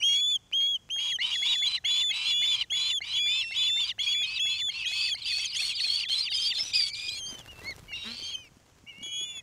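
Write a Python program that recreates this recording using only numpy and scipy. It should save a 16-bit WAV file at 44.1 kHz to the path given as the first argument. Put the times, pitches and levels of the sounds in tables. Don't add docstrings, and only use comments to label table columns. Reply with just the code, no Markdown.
import sys
import numpy as np
from scipy import signal
from scipy.fft import rfft, irfft
from scipy.io import wavfile
from scipy.ndimage import uniform_filter1d

SR = 44100
rng = np.random.default_rng(int(sys.argv[2]) if len(sys.argv) > 2 else 0)


def persist_wave(psi):
    counts = np.round(np.clip(psi, -1, 1) * 32767).astype(np.int16)
    wavfile.write(sys.argv[1], SR, np.atleast_2d(counts).T)


N = 415422
EDGE_HZ = 15700

# start t/s, end t/s, crest f/Hz, dip f/Hz, top f/Hz,
# crest level/dB, middle level/dB, top level/dB, second harmonic level/dB (against the first)
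WHISTLES = [(0.021, 0.376, 3286, 3263, 3493, -22.5, -26, -26, -15.5),
            (0.525, 0.775, 3280, 3227, 3340, -25, -25, -28.5, -22.5),
            (0.897, 1.177, 3260, 3236, 3313, -31, -31.5, -30.5, -14),
            (1.31, 1.694, 3420, 3350, 3447, -30, -31, -27.5, -16.5),
            (1.842, 2.128, 3462, 3398, 3510, -26.5, -26, -28, -15),
            (2.249, 2.567, 3460, 3400, 3497, -28.5, -26.5, -26, -17),
            (2.699, 2.998, 3430, 3373, 3497, -28, -31.5, -29.5, -13),
            (3.125, 3.426, 3430, 3350, 3556, -28.5, -26.5, -29.5, -17.5),
            (3.556, 3.857, 3525, 3420, 3583, -26.5, -26.5, -27.5, -17.5),
            (3.985, 4.261, 3460, 3280, 3440, -27.5, -27.5, -29, -16.5),
            (4.389, 4.713, 3433, 3350, 3504, -27, -31.5, -30, -15),
            (4.85, 5.151, 3404, 3380, 3480, -28, -27.5, -28.5, -14)]
# t/s, f/Hz, level/dB
LAST_WHISTLE = [(9.027, 3240, -45), (9.041, 3353, -38), (9.103, 3296, -44.5), (9.135, 3300, -36.5),
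                (9.238, 3377, -33), (9.261, 3493, -42.5), (9.311, 3462, -40), (9.34, 3450, -49),
                (9.36, 3460, -40.5), (9.393, 3360, -40.5), (9.405, 3320, -56)]
# start t/s, end t/s, level/dB (change)
CRACKS = [(4.027, 4.061, -22), (4.538, 4.596, -6.5), (4.884, 5.113, -9.5)]
# start t/s, end t/s, level/dB (average depth, before it flickers)
SPLITS = [(.09, .15, -19), (.155, .208, -16), (.298, .325, -22), (.6, .675, -24)]
SPLIT_HZ = 1030
SCOOP_S, CREST_S, DIP_S = 0.00762, 0.0427, 0.073
TOP_S, HOLD_S, DROP_S = 0.087, 0.056, 0.026
START_PITCH, SCOOP_PITCH = 0.66, 0.939
DROP_PITCH, END_PITCH = 0.97, 0.861
START_DB, SCOOP_DB, DROP_DB, END_DB = -19.5, -2, 1, -24
LAST_SECOND_DB = -6.5


def whistles():
    out, t = np.zeros(N), np.arange(N) / SR
    for start, end, crest, dip, top, crest_db, middle_db, top_db, second_db in WHISTLES:
        hz, = along([(start, START_PITCH * crest), (start + SCOOP_S, SCOOP_PITCH * crest),
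                     (start + CREST_S, crest), (start + DIP_S, dip),
                     (end - TOP_S, top), (end - HOLD_S, top),
                     (end - DROP_S, DROP_PITCH * top), (end, END_PITCH * top)])
        db, = along([(start, crest_db + START_DB), (start + SCOOP_S, crest_db + SCOOP_DB),
                     (start + CREST_S, crest_db), ((start + end) / 2, middle_db),
                     (end - HOLD_S, top_db), (end - DROP_S / 2, top_db + DROP_DB),
                     (end, top_db + END_DB)])
        smooth_hz = uniform_filter1d(hz, size=500, mode="nearest")
        tone = voiced(smooth_hz, db, second_db + np.minimum(db - db.max() + 3.5, 0))
        breath = .018 * amp(5.0 * wander(len(tone), 25.0))
        add(out, start, husky(tone, share=breath, ms=.45))
    add(out, LAST_WHISTLE[0][0], voiced(*along(LAST_WHISTLE), LAST_SECOND_DB))

    lost_db = sum(db * ((t > start) & (t < end)) for start, end, db in CRACKS)
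    split = sum(amp(db) * ((t > start) & (t < end)) for start, end, db in SPLITS)
    beat_turns = np.cumsum(SPLIT_HZ * (1 + .06 * wander(N, 2.5))) / SR
    beat = np.cos(2 * np.pi * beat_turns) * amp(4.0 * wander(N, 3.0))
    cracked = out * amp(uniform_filter1d(lost_db, size=400))
    return cracked * (1 + uniform_filter1d(split, size=300) * beat)


POPS = [.013, .515, .891]


def throat_pops():
    out, t = np.zeros(N), np.arange(200) / SR
    for s in POPS:
        add(out, s, amp(-30.0) * np.sin(2 * np.pi * 2200 * t) * np.exp(-t / 0.00013))
    return out


# start t/s, end t/s, rasp level/dB, squeak f/Hz (before it bends),
# squeak level/dB (before it wavers), opening chirp level/dB, closing chirp level/dB
BEGS = [(0.963, 1.138, -40.5, 3810, -82, -57, -32), (1.187, 1.372, -36, 3924, -40, -34, -28),
        (1.418, 1.571, -35, 3857, -31, -23.5, -31.5), (1.616, 1.794, -37.5, 4135, -33, -24.5, -33),
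        (1.841, 2.049, -36.5, 4175, -40, -24, -37), (2.102, 2.347, -35.5, 4124, -64, -24, -44),
        (2.416, 2.654, -34.5, 4130, -39.5, -25.5, -41), (2.72, 2.944, -36.5, 4240, -36, -28, -39.5),
        (3.006, 3.202, -38.5, 4125, -39.5, -26, -44), (3.262, 3.455, -38.5, 4190, -41.5, -33, -38),
        (3.51, 3.713, -37.5, 4124, -40.5, -27.5, -36.5), (3.764, 3.933, -39, 4980, -39, -29.5, -38),
        (3.982, 4.162, -39.5, 4885, -37.5, -29, -38.5), (4.217, 4.405, -42, 4940, -42, -35, -41.5),
        (4.455, 4.633, -41, 4520, -42.5, -34, -36), (4.686, 4.863, -43, 4840, -41.5, -32, -34.5),
        (4.915, 5.101, -42, 4860, -60, -32.5, -34.5), (5.146, 5.336, -46.5, 4690, -65, -33.5, -35.5),
        (5.384, 5.568, -44, 4840, -42, -34, -38.5), (5.62, 5.818, -46, 4790, -37.5, -35, -35),
        (5.865, 6.066, -43, 4775, -39.5, -51, -34.5), (6.097, 6.3, -42.5, 4880, -39, -52, -39),
        (6.317, 6.541, -48, 4835, -32.5, -35, -33.5), (6.584, 6.818, -68, 3580, -47.5, -31, -37.5),
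        (7.916, 8.355, -48.5, 4674, -50, -33.5, -83)]
# f/Hz, level/dB (relative)
BEG_THROAT = [(500, -32), (1000, -9), (1550, -19), (2300, -14.5), (3000, 7), (3700, -3), (5000, -9),
              (6500, -18), (10000, -26), (15000, -64)]
SAG_SHAPE = [(0, .2), (.18, .3), (.38, 1), (.68, 0), (1, 0)]
SQUEAK_SAG, SAG_FROM_HZ = .075, 3800
LATE_FROM_S, SQUEAK_LATE = 5.1, .5
BEG_CHAOS = .52
LOW_VOICE_HZ, LOW_VOICE_DB = 2408, -8
YELP_IN_DB, YELP_OUT_DB = -3.5, 4.5


def begging():
    out, t = np.zeros(N), np.arange(200) / SR
    for start, end, rasp_db, top_hz, squeak_db, open_db, close_db in BEGS:
        squeak_hz = top_hz * arch(end - start - .03, sag=0.3, steep=4.0)
        size = len(squeak_hz)
        progress = np.arange(size) / size
        squeak_hz *= 1 + .018 * uniform_filter1d(wander(size, 20.0), size=300)
        sag = uniform_filter1d(np.interp(progress, *np.transpose(SAG_SHAPE)), size=500)
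        squeak_hz *= 1 - SQUEAK_SAG * max(top_hz - SAG_FROM_HZ, 0) / 1000 * sag
        onset = np.clip((progress - SQUEAK_LATE) / .13, 0, 1) if start > LATE_FROM_S else 1

        swell = .4 + .6 * fade(size, 30.0)
        body = amp(rasp_db) * rasp(squeak_hz / 4, BEG_THROAT, BEG_CHAOS, swell)
        squeak = whistle_tone(squeak_hz * (.85 + 0.13 * onset), -29.0, waver=0.0096)
        squeak_level = amp(squeak_db + 5.5 * np.tanh(wander(size, 31.0)))
        body += squeak_level * squeak * fade(size, 32.0) * onset
        add(out, start + 0.02, body * fade(size, 20.0))

        low = whistle_tone(LOW_VOICE_HZ * arch(end - start - .03, sag=0.1, steep=3.7), -6.5)
        low = husky(low, share=.75, ms=2.5) * fade(size, 10.0)
        add(out, start + .015, amp(rasp_db + LOW_VOICE_DB) * low)

        yelp_in = whistle_tone(np.linspace(2720, 3050, 1300), -27.5) * fade(1300, 2.5)
        add(out, start + 0.018, amp(rasp_db + YELP_IN_DB) * yelp_in)
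        yelp_out = whistle_tone(np.linspace(3050, 2720, 900), -24.0) * fade(900, 2.2)
        add(out, end - .045, amp(rasp_db + YELP_OUT_DB) * yelp_out)

        opening = whistle_tone(np.linspace(1950, 2350, 1100), -7.0) * fade(1100, 23.2)
        add(out, start + 0.0021, amp(open_db) * opening)
        closing = whistle_tone(np.linspace(2350, 1650, 1200), -1.8) * fade(1200, 23.8)
        add(out, end - .027, amp(close_db) * closing)

        click = np.sin(2 * np.pi * 780 * t) * np.exp(-t / 0.011)
        click += amp(9.5) * np.sin(2 * np.pi * 1700 * t) * np.exp(-t / 0.0018)
        add(out, start, amp(-49.0) * click)
    return out


# start t/s, end t/s, level/dB, pulse rate f/Hz (before it arches)
SCREAMS = [(1.3, 1.612, -45, 840), (3.444, 3.552, -49.5, 933), (4.023, 4.064, -37, 1131),
           (4.866, 5.114, -38.5, 1079), (5.255, 5.468, -36.5, 1118), (5.544, 5.727, -35, 1120),
           (5.788, 6.028, -36.5, 1110), (6.084, 6.217, -38.5, 1086), (6.335, 6.502, -37, 1239),
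           (6.534, 6.721, -39.5, 1306), (6.734, 6.902, -35.5, 1134), (6.941, 7.104, -41.5, 1210),
           (7.105, 7.204, -46, 1100), (8.031, 8.31, -48.5, 1064)]
# f/Hz, level/dB (relative)
SCREAM_THROAT = [(1000, -19), (1800, -15), (2700, -0.5), (3500, 5), (4500, -2), (6500, -10), (9000, -14.5),
                 (11000, -22), (15000, -45)]
SCREAM_CHAOS = .44


def screams():
    out = np.zeros(N)
    for start, end, db, hz in SCREAMS:
        hz = hz * arch(end - start, sag=0.21, steep=6.7)
        swell = .4 + .6 * fade(len(hz), 20.0)
        scream = rasp(hz, SCREAM_THROAT, SCREAM_CHAOS, swell)
        add(out, start, amp(db) * scream * fade(len(hz), 3.0))
    return out


SMEAR, SMEAR_MS = 1.05, 4.5
FLICKER_DB = 5.5


def rasp(hz, throat, chaos, swell):
    size = len(hz)
    turns = np.cumsum(hz * (1 + .011 * wander(size, 6.0) + .014 * wander(size, 30.0))) / SR
    loose = 1 + .7 * np.tanh(wander(size, 18.0))
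    bands = 0
    for k in range(1, 16):
        smear = SMEAR * loose * wander(size, SMEAR_MS)
        flicker = amp(FLICKER_DB * wander(size, 16.2))
        effort = swell ** (.12 * k)
        bands = bands + np.cos(2 * np.pi * k * turns + smear) * flicker * effort * min(k / 3, 1)
    slips = np.cumsum(hz * np.clip(1 + 0.45 * wander(size, 1.0), .2, 3)) / SR
    pulses = np.diff(np.floor(slips), prepend=0) * (1 + 0.32 * rng.standard_normal(size)) * swell
    mixed = (1 - chaos) * evened(bands) + chaos * np.sqrt(loose) * evened(pulses)
    return evened(colour(mixed, throat))


# start t/s, dip t/s, top t/s, length t/s (from the start),
# crest f/Hz, dip f/Hz, top f/Hz, end f/Hz, crest level/dB, dip level/dB, top level/dB,
# second harmonic level/dB (against the first, at the loudest point)
CRIES = [(2.123, 0.1, 0.16, 0.22, 3945, 3915, 4110, 3500, -35.5, -40.5, -33, -20),
         (3.175, .11, .28, .4, 2420, 2375, 2705, 2615, -37, -35, -36, -10),
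         (4.738, 0.12, 0.32, 0.39, 2753, 2490, 2596, 2330, -37.5, -38.5, -33.5, -22),
         (4.874, 0.063, 0.25, 0.24, 4300, 4370, 4480, 4530, -61, -37, -34.5, -21),
         (5.24, .075, .21, .248, 2710, 2480, 2610, 2350, -42, -36, -40, -40),
         (5.246, 0.086, 0.25, 0.2, 4850, 4340, 4630, 4430, -35, -31.5, -38.5, -20),
         (5.569, 0.072, 0.094, 0.17, 4480, 4210, 4420, 3700, -35, -30.5, -32.5, -14),
         (5.801, .071, .17, .203, 4490, 4120, 4520, 4100, -26.5, -31.5, -28, -22),
         (6.095, .07, .105, .148, 4300, 3950, 4200, 3850, -28, -32, -29, -20),
         (6.328, .067, .112, .177, 5090, 4420, 5150, 4400, -29, -37, -32, -23),
         (6.577, 0.058, 0.068, 0.16, 5340, 5170, 5870, 5850, -28, -34.5, -39, -31),
         (6.729, .125, .343, .458, 2550, 2190, 2455, 2320, -32, -49, -40, 1.5),
         (6.735, 0.11, 0.18, 0.2, 4846, 4610, 4470, 4480, -24, -30, -47, -22.5),
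         (7.15, 0.07, 0.1, 0.21, 3390, 3136, 3172, 3010, -42.5, -41, -39, -2),
         (7.474, 0.076, 0.146, 0.14, 2910, 2630, 2710, 2760, -45.5, -59, -47, -21),
         (7.612, 0.041, 0.073, 0.12, 2020, 2020, 2196, 1840, -51.5, -44, -35, -4.5),
         (7.935, 0.13, 0.26, .415, 3840, 3760, 4530, 4270, -42.5, -41, -40.5, -36),
         (8.863, 0.067, 0.34, 0.55, 2330, 2130, 2450, 2050, -49, -57, -51, -27),
         (8.87, 0.061, 0.24, 0.54, 2920, 2670, 2994, 2500, -44.5, -57, -43, -22)]
CRY_CREST_S, CRY_START_PITCH = .03, 0.94
CRY_START_DB, CRY_END_DB = -6, -9
CLIMB, FALL = 1.7, 2.8
BRIGHTEN = 0.087
FLUTTER_FROM_S, FLUTTER_DB = 8.8, 5
FLUTTER_HZ, FLUTTER_SPREAD_HZ = 95.2, 34
HUSK, HUSK_FROM_HZ = .28, 3700
HOARSE_FROM_S, HOARSE_PER_KHZ = 7.9, .6


def cries():
    out = np.zeros(N)
    for (start, dip_s, top_s, length, crest, dip, top, last,
         crest_db, dip_db, top_db, second_db) in CRIES:
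        opening, left, fallen, db = along([
            (0, CRY_START_PITCH * crest, 1, 0, crest_db + CRY_START_DB),
            (CRY_CREST_S, crest, 1, 0, crest_db),
            (dip_s, dip, 1, 0, dip_db),
            (top_s, dip, 0, 0, top_db),
            (length, dip, 0, 1, top_db + CRY_END_DB)])
        hz = opening + (top - dip) * (1 - left ** CLIMB) + (last - top) * fallen ** FALL
        if start > FLUTTER_FROM_S and crest > 2500:
            rate = FLUTTER_HZ + FLUTTER_SPREAD_HZ * wander(len(db), 25.0)
            depth = FLUTTER_DB * np.tanh(1 + wander(len(db), 60.0))
            db += depth * np.sin(2 * np.pi * np.cumsum(rate) / SR)
        brightness = second_db + BRIGHTEN * (db - db.max())
        cry = voiced(hz, db, brightness, torn=torn_at(start)) * fade(len(hz), 4.0)
        if crest > HUSK_FROM_HZ:
            climb_khz = np.maximum(hz - HUSK_FROM_HZ, 0) / 1000
            hoarse = HOARSE_PER_KHZ * climb_khz * (start > HOARSE_FROM_S)
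            cry = husky(cry, share=HUSK + hoarse, ms=2.2)
        add(out, start, cry)
    return out


# start t/s, end t/s, start f/Hz, middle f/Hz, end f/Hz, start level/dB, end level/dB,
# second harmonic level/dB (against the first)
SQUEALS = [(0, 0.151, 2890, 2860, 2850, -41, -37, -4.5), (0.008, 0.034, 2240, 2420, 2770, -45, -30, -14.5),
           (0.516, 0.535, 2120, 2380, 2720, -64, -32, -13), (0.986, 1.135, 2740, 3130, 2960, -35, -50, -39),
           (1.185, 1.223, 1804, 2060, 2210, -37.5, -28.5, -9.5),
           (1.209, 1.259, 2760, 2985, 3060, -36, -24, -37), (2.091, 2.46, 2530, 2760, 3005, -42, -34, -23),
           (2.059, 2.446, 2055, 2290, 2460, -60, -44, -11), (3.147, 3.195, 2970, 3090, 2950, -40, -31, -20),
           (3.584, 3.845, 2520, 2670, 2760, -45, -41, -14.5),
           (3.871, 3.92, 4150, 3740, 2600, -40, -29, -34), (4.064, 4.086, 2280, 2440, 2610, -40, -25, -16),
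           (4.229, 4.262, 3570, 3760, 3660, -32, -36.5, -39),
           (4.353, 4.389, 4040, 3840, 3360, -35, -32, -25),
           (4.145, 4.578, 2315, 2612, 2590, -36.5, -38.5, -18.5),
           (4.705, 4.757, 4310, 4170, 3800, -48, -55, -27),
           (5.005, 5.067, 4500, 4770, 4640, -33, -31.5, -36),
           (5.22, 5.237, 4430, 4860, 3420, -48, -39, -29),
           (5.256, 5.329, 2800, 3550, 3100, -33.5, -37.5, -17),
           (5.442, 5.469, 3510, 3270, 2960, -34.5, -34.5, -2),
           (5.546, 5.59, 2690, 3270, 3550, -35.5, -32.5, -6),
           (5.588, 5.616, 2330, 2530, 2740, -33, -33, -20),
           (5.703, 5.735, 2980, 2610, 2280, -30.5, -41, -31),
           (5.834, 5.864, 2460, 2470, 2660, -34, -36, -22),
           (5.775, 5.804, 3960, 3400, 2380, -44, -26.5, -15),
           (5.869, 5.976, 3400, 3216, 3460, -35.5, -35, -32),
           (5.997, 6.016, 3260, 2990, 2710, -31, -29, -18),
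           (6.021, 6.046, 3690, 3090, 2200, -45, -28.5, -18), (6.057, 6.1, 3280, 3480, 3620, -36, -40, -34),
           (6.088, 6.15, 3270, 3125, 3520, -30, -28, -28), (6.177, 6.2, 4980, 5150, 5200, -35, -31, -21),
           (6.228, 6.258, 4910, 4900, 4480, -38, -30, -26), (6.25, 6.29, 3710, 3170, 2220, -42, -30, -21),
           (6.286, 6.351, 3520, 3790, 2800, -39, -32.5, -29),
           (6.288, 6.331, 3100, 3170, 2600, -53, -26.5, -21),
           (6.345, 6.486, 3180, 3170, 3280, -32.5, -33, -15.5),
           (6.501, 6.59, 3700, 3570, 3440, -40, -39, -18), (6.501, 6.529, 3810, 3140, 2440, -27, -29, -26),
           (6.554, 6.584, 3830, 4160, 4230, -36, -27.5, -36), (6.76, 6.79, 3450, 3620, 2600, -35, -43, -25),
           (6.879, 6.91, 3390, 3290, 2930, -37, -50, 1), (6.932, 6.966, 5160, 4070, 3440, -31, -42, -23),
           (7.081, 7.101, 3170, 3260, 3420, -32, -29.5, -12),
           (7.086, 7.195, 3830, 4140, 4340, -38.5, -42, -12.5),
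           (7.17, 7.196, 2570, 2750, 2870, -51, -44, -20), (7.258, 7.313, 4350, 4790, 4880, -41, -44, -19),
           (7.379, 7.421, 3600, 3370, 2980, -49.5, -48.5, -12),
           (7.882, 7.934, 2850, 2900, 2690, -51, -41.5, -23),
           (7.878, 7.934, 2160, 2310, 2150, -53, -50, -14),
           (7.93, 7.986, 2660, 2820, 2500, -32.5, -43, -16), (7.985, 8.33, 2796, 2694, 2510, -45, -69, -7),
           (8.334, 8.487, 2520, 2490, 2190, -49.5, -62, -12),
           (8.223, 8.312, 3150, 3180, 3200, -39, -38.5, -9.5),
           (8.284, 8.361, 3250, 3320, 2990, -59, -28.5, -12),
           (8.351, 8.485, 3070, 3030, 2460, -44, -61.5, -8), (9.0, 9.425, 2230, 2200, 1920, -54, -70, -15),
           (7.339, 7.458, 3090, 2980, 2650, -46, -64, -13), (5.464, 5.482, 4940, 4100, 3450, -41, -34, -32),
           (0.159, 0.166, 2850, 2700, 2540, -42, -47, 10)]


def squeals():
    out = np.zeros(N)
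    for start, end, first, middle, last, first_db, last_db, second_db in SQUEALS + chatter(count=55):
        u = np.linspace(0, 1, round((end - start) * SR))
        bow = (middle - (first + last) / 2) * (1 - (2 * u - 1) ** 2)
        hz = first + (last - first) * u + bow
        db = first_db + (last_db - first_db) * u
        add(out, start, voiced(hz, db, second_db, torn=torn_at(start)) * fade(len(u), 5.0))
    return out


CHATTER_S, CHATTER_HZ = (4.7, 6.72), (2600, 4900)
CHATTER_GLIDE, CHATTER_DB = .22, -37.5


def chatter(count):
    when, pitch, glide, length, strength = rng.random((count, 5)).T
    start, hz = np.interp(when, (0, 1), CHATTER_S), np.interp(pitch, (0, 1), CHATTER_HZ)
    bend = CHATTER_GLIDE * (2 * glide ** 2 - 1)
    db = CHATTER_DB - 10 * strength
    end = start + (1 + 2 * length) / 70
    first, middle, last = hz * (1 - bend / 2), hz * (1 + abs(bend) / 10), hz * (1 + bend / 2)
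    return list(zip(start, end, first, middle, last, db, db, db / 2))


# t/s, level/dB
SHUFFLE = [(6.402, -68), (6.62, -55.5), (6.9, -73.5), (7.3, -52.5), (7.5, -58), (7.65, -48), (7.77, -56),
           (7.797, -48), (7.83, -58.5), (8.3, -59), (8.499, -66), (8.999, -64.5), (9.42, -61.5)]
# t/s, level/dB (of the tick), knock f/Hz, snap level/dB (against the knock)
TICKS = [(6.605, -41, 700, 3), (6.629, -52, 151, -3), (7.077, -45, 361, -9), (7.255, -51, 210, -11),
         (7.285, -44, 154, -1), (7.326, -37.5, 236, -7), (7.392, -45.5, 151, 13), (7.618, -39, 390, -13),
         (7.639, -43, 185.2, -10), (7.694, -36.5, 596, -6), (7.708, -39, 382, 6), (7.764, -48.5, 155.6, 17),
         (7.794, -46, 574, 11), (7.828, -41, 150, -11), (8.224, -42, 330, -13), (8.518, -51, 172, -14),
         (8.569, -47.5, 260, 1), (8.839, -47, 225, -18), (8.984, -45, 200, 3), (9.015, -42.5, 245, 0),
         (9.032, -47, 320, 11), (9.064, -46, 340, 8), (9.213, -43, 360, 4), (9.232, -52.5, 188, 16)]
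# t/s, level/dB, pulse rate f/Hz (before it wavers)
CREAK = [(8.041, -48, 182.4), (8.071, -41.5, 221.6), (8.167, -57.5, 245)]


def nest():
    out = np.zeros(N)
    db, = along(SHUFFLE)
    size = len(db)
    lumps_db = 4.0 * wander(size, 2.5) + 2.5 * wander(size, 35.0)
    grains = rng.standard_normal(size) * amp(lumps_db)
    shuffle = colour(grains, [(100, -15.0), (280, -6.5), (1000, -10.0), (5000, -17.5), (15000, -31.0)])
    add(out, SHUFFLE[0][0], amp(db) * evened(shuffle))

    t = np.arange(1800) / SR
    for s, db, hz, snap_db in TICKS:
        knock = np.sin(2 * np.pi * hz * t) * np.exp(-t * hz / 1.36)
        snap = uniform_filter1d(rng.standard_normal(1800), size=3) * np.exp(-t / 0.00089)
        add(out, s, amp(db) * (knock + amp(snap_db) * snap))

    db, hz = along(CREAK)
    turns = np.cumsum(hz * (1 + 0.018 * wander(len(hz), 3.7))) / SR
    slips = np.diff(np.floor(turns), prepend=0)
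    creak = colour(slips, [(120, -26), (230, 24.5), (450, 9), (700, 1),
                           (1400, 13.5), (2500, 13.5), (6000, -40)])
    add(out, CREAK[0][0], amp(db) * evened(creak) * fade(len(db), 10.0))
    return out


def fields(x):
    t = np.arange(SR // 2) / SR
    tail = rng.standard_normal(len(t)) * (1 - np.exp(-t / 0.12)) * amp(-60 * t / 0.63)
    return signal.fftconvolve(x, tail / np.linalg.norm(tail))[:N]


# (relative, per Hz)
AIR = [(15, -51), (25, -32), (116, 0), (368, -10), (997, -15), (1900, -19), (3260, -18), (3720, -26.5),
       (6550, -16.5), (15500, -47)]
# t/s, level/dB
WIND = [(0.0, -70.5), (2.23, -62.5), (6.61, -63), (7.79, -54), (8.69, -67.5), (9.42, -64)]


def air():
    hiss = amp(-64.5) * evened(colour(rng.standard_normal(N), AIR))
    s, db = np.transpose(WIND)
    low_noise = colour(rng.standard_normal(N),
                       [(15, -20.0), (40, -3.5), (110, -1.0), (200, -21.0), (500, -38.0)])
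    return hiss + amp(np.interp(np.arange(N) / SR, s, db)) * evened(low_noise)


def voiced(hz, db, second_db, torn=0):
    strain = min((hz.mean() / 3300) ** 2.5, 4.0)
    tone = whistle_tone(uniform_filter1d(hz, 300), second_db, waver=0.0018 * strain, torn=torn)
    return amp(db + 0.64 * strain * wander(len(hz), 7.3)) * tone * fade(len(hz), 0.95)


def whistle_tone(hz, second_db, waver=0.0022, torn=0):
    turns = np.cumsum(hz * (1 + waver * wander(len(hz), 7.0))) / SR
    levels_db = [0, second_db, 1.13 * second_db - 14.0, 0.11 * second_db - 37]
    tone = 0
    for k, db in enumerate(levels_db, 1):
        overtone = husky(np.sin(2 * np.pi * k * turns), share=torn * k, ms=2.7)
        tone = tone + amp(db) * overtone * (k * hz < EDGE_HZ)
    return np.sqrt(2) * tone


def husky(tone, share, ms):
    share = np.clip(share, 0, 1)
    return tone * (np.sqrt(1 - share ** 2) + share * wander(len(tone), ms))


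TORN, TORN_FROM_S, TORN_TO_S = .3, 3.8, 7.14


def torn_at(start):
    return TORN * (TORN_FROM_S < start < TORN_TO_S)


def arch(s, sag, steep):
    u = np.linspace(-1, 1, round(s * SR))
    return 1 - sag * abs(u - .1) ** steep


def amp(db):
    return 10 ** (np.asarray(db) / 20)


def evened(x):
    return x / np.sqrt(np.mean(x ** 2) + 1e-20)


def add(mix, s, sound):
    part = mix[round(s * SR):][:len(sound)]
    part += sound[:len(part)]


def colour(x, points):
    f, db = np.transpose(points)
    hz = np.fft.rfftfreq(len(x), 1 / SR)
    return irfft(rfft(x) * amp(np.interp(np.log(hz + 1), np.log(f), db)), len(x))


def along(curve):
    s, *columns = np.transpose(curve)
    t = np.arange(s[0], s[-1], 1 / SR)
    return [np.interp(t, s, c) for c in columns]


def fade(size, ms):
    k = np.arange(size)
    return np.sin(np.pi / 2 * np.clip(np.minimum(k, k[::-1]) / (ms * SR / 1000), 0, 1)) ** 2


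def wander(size, ms):
    span = max(int(ms * SR / 1400), 1)
    return evened(uniform_filter1d(uniform_filter1d(rng.standard_normal(size), span), span))


def scene():
    birds = whistles() + throat_pops() + begging() + screams() + cries() + squeals()
    return (birds + amp(-39.0) * fields(birds) + nest() + air())[None]


def record(dry):
    band = signal.firwin(511, EDGE_HZ, window=("kaiser", 9), fs=SR)
    return signal.oaconvolve(dry, band[None], "same")


dry = scene()
out = record(dry)
persist_wave(out)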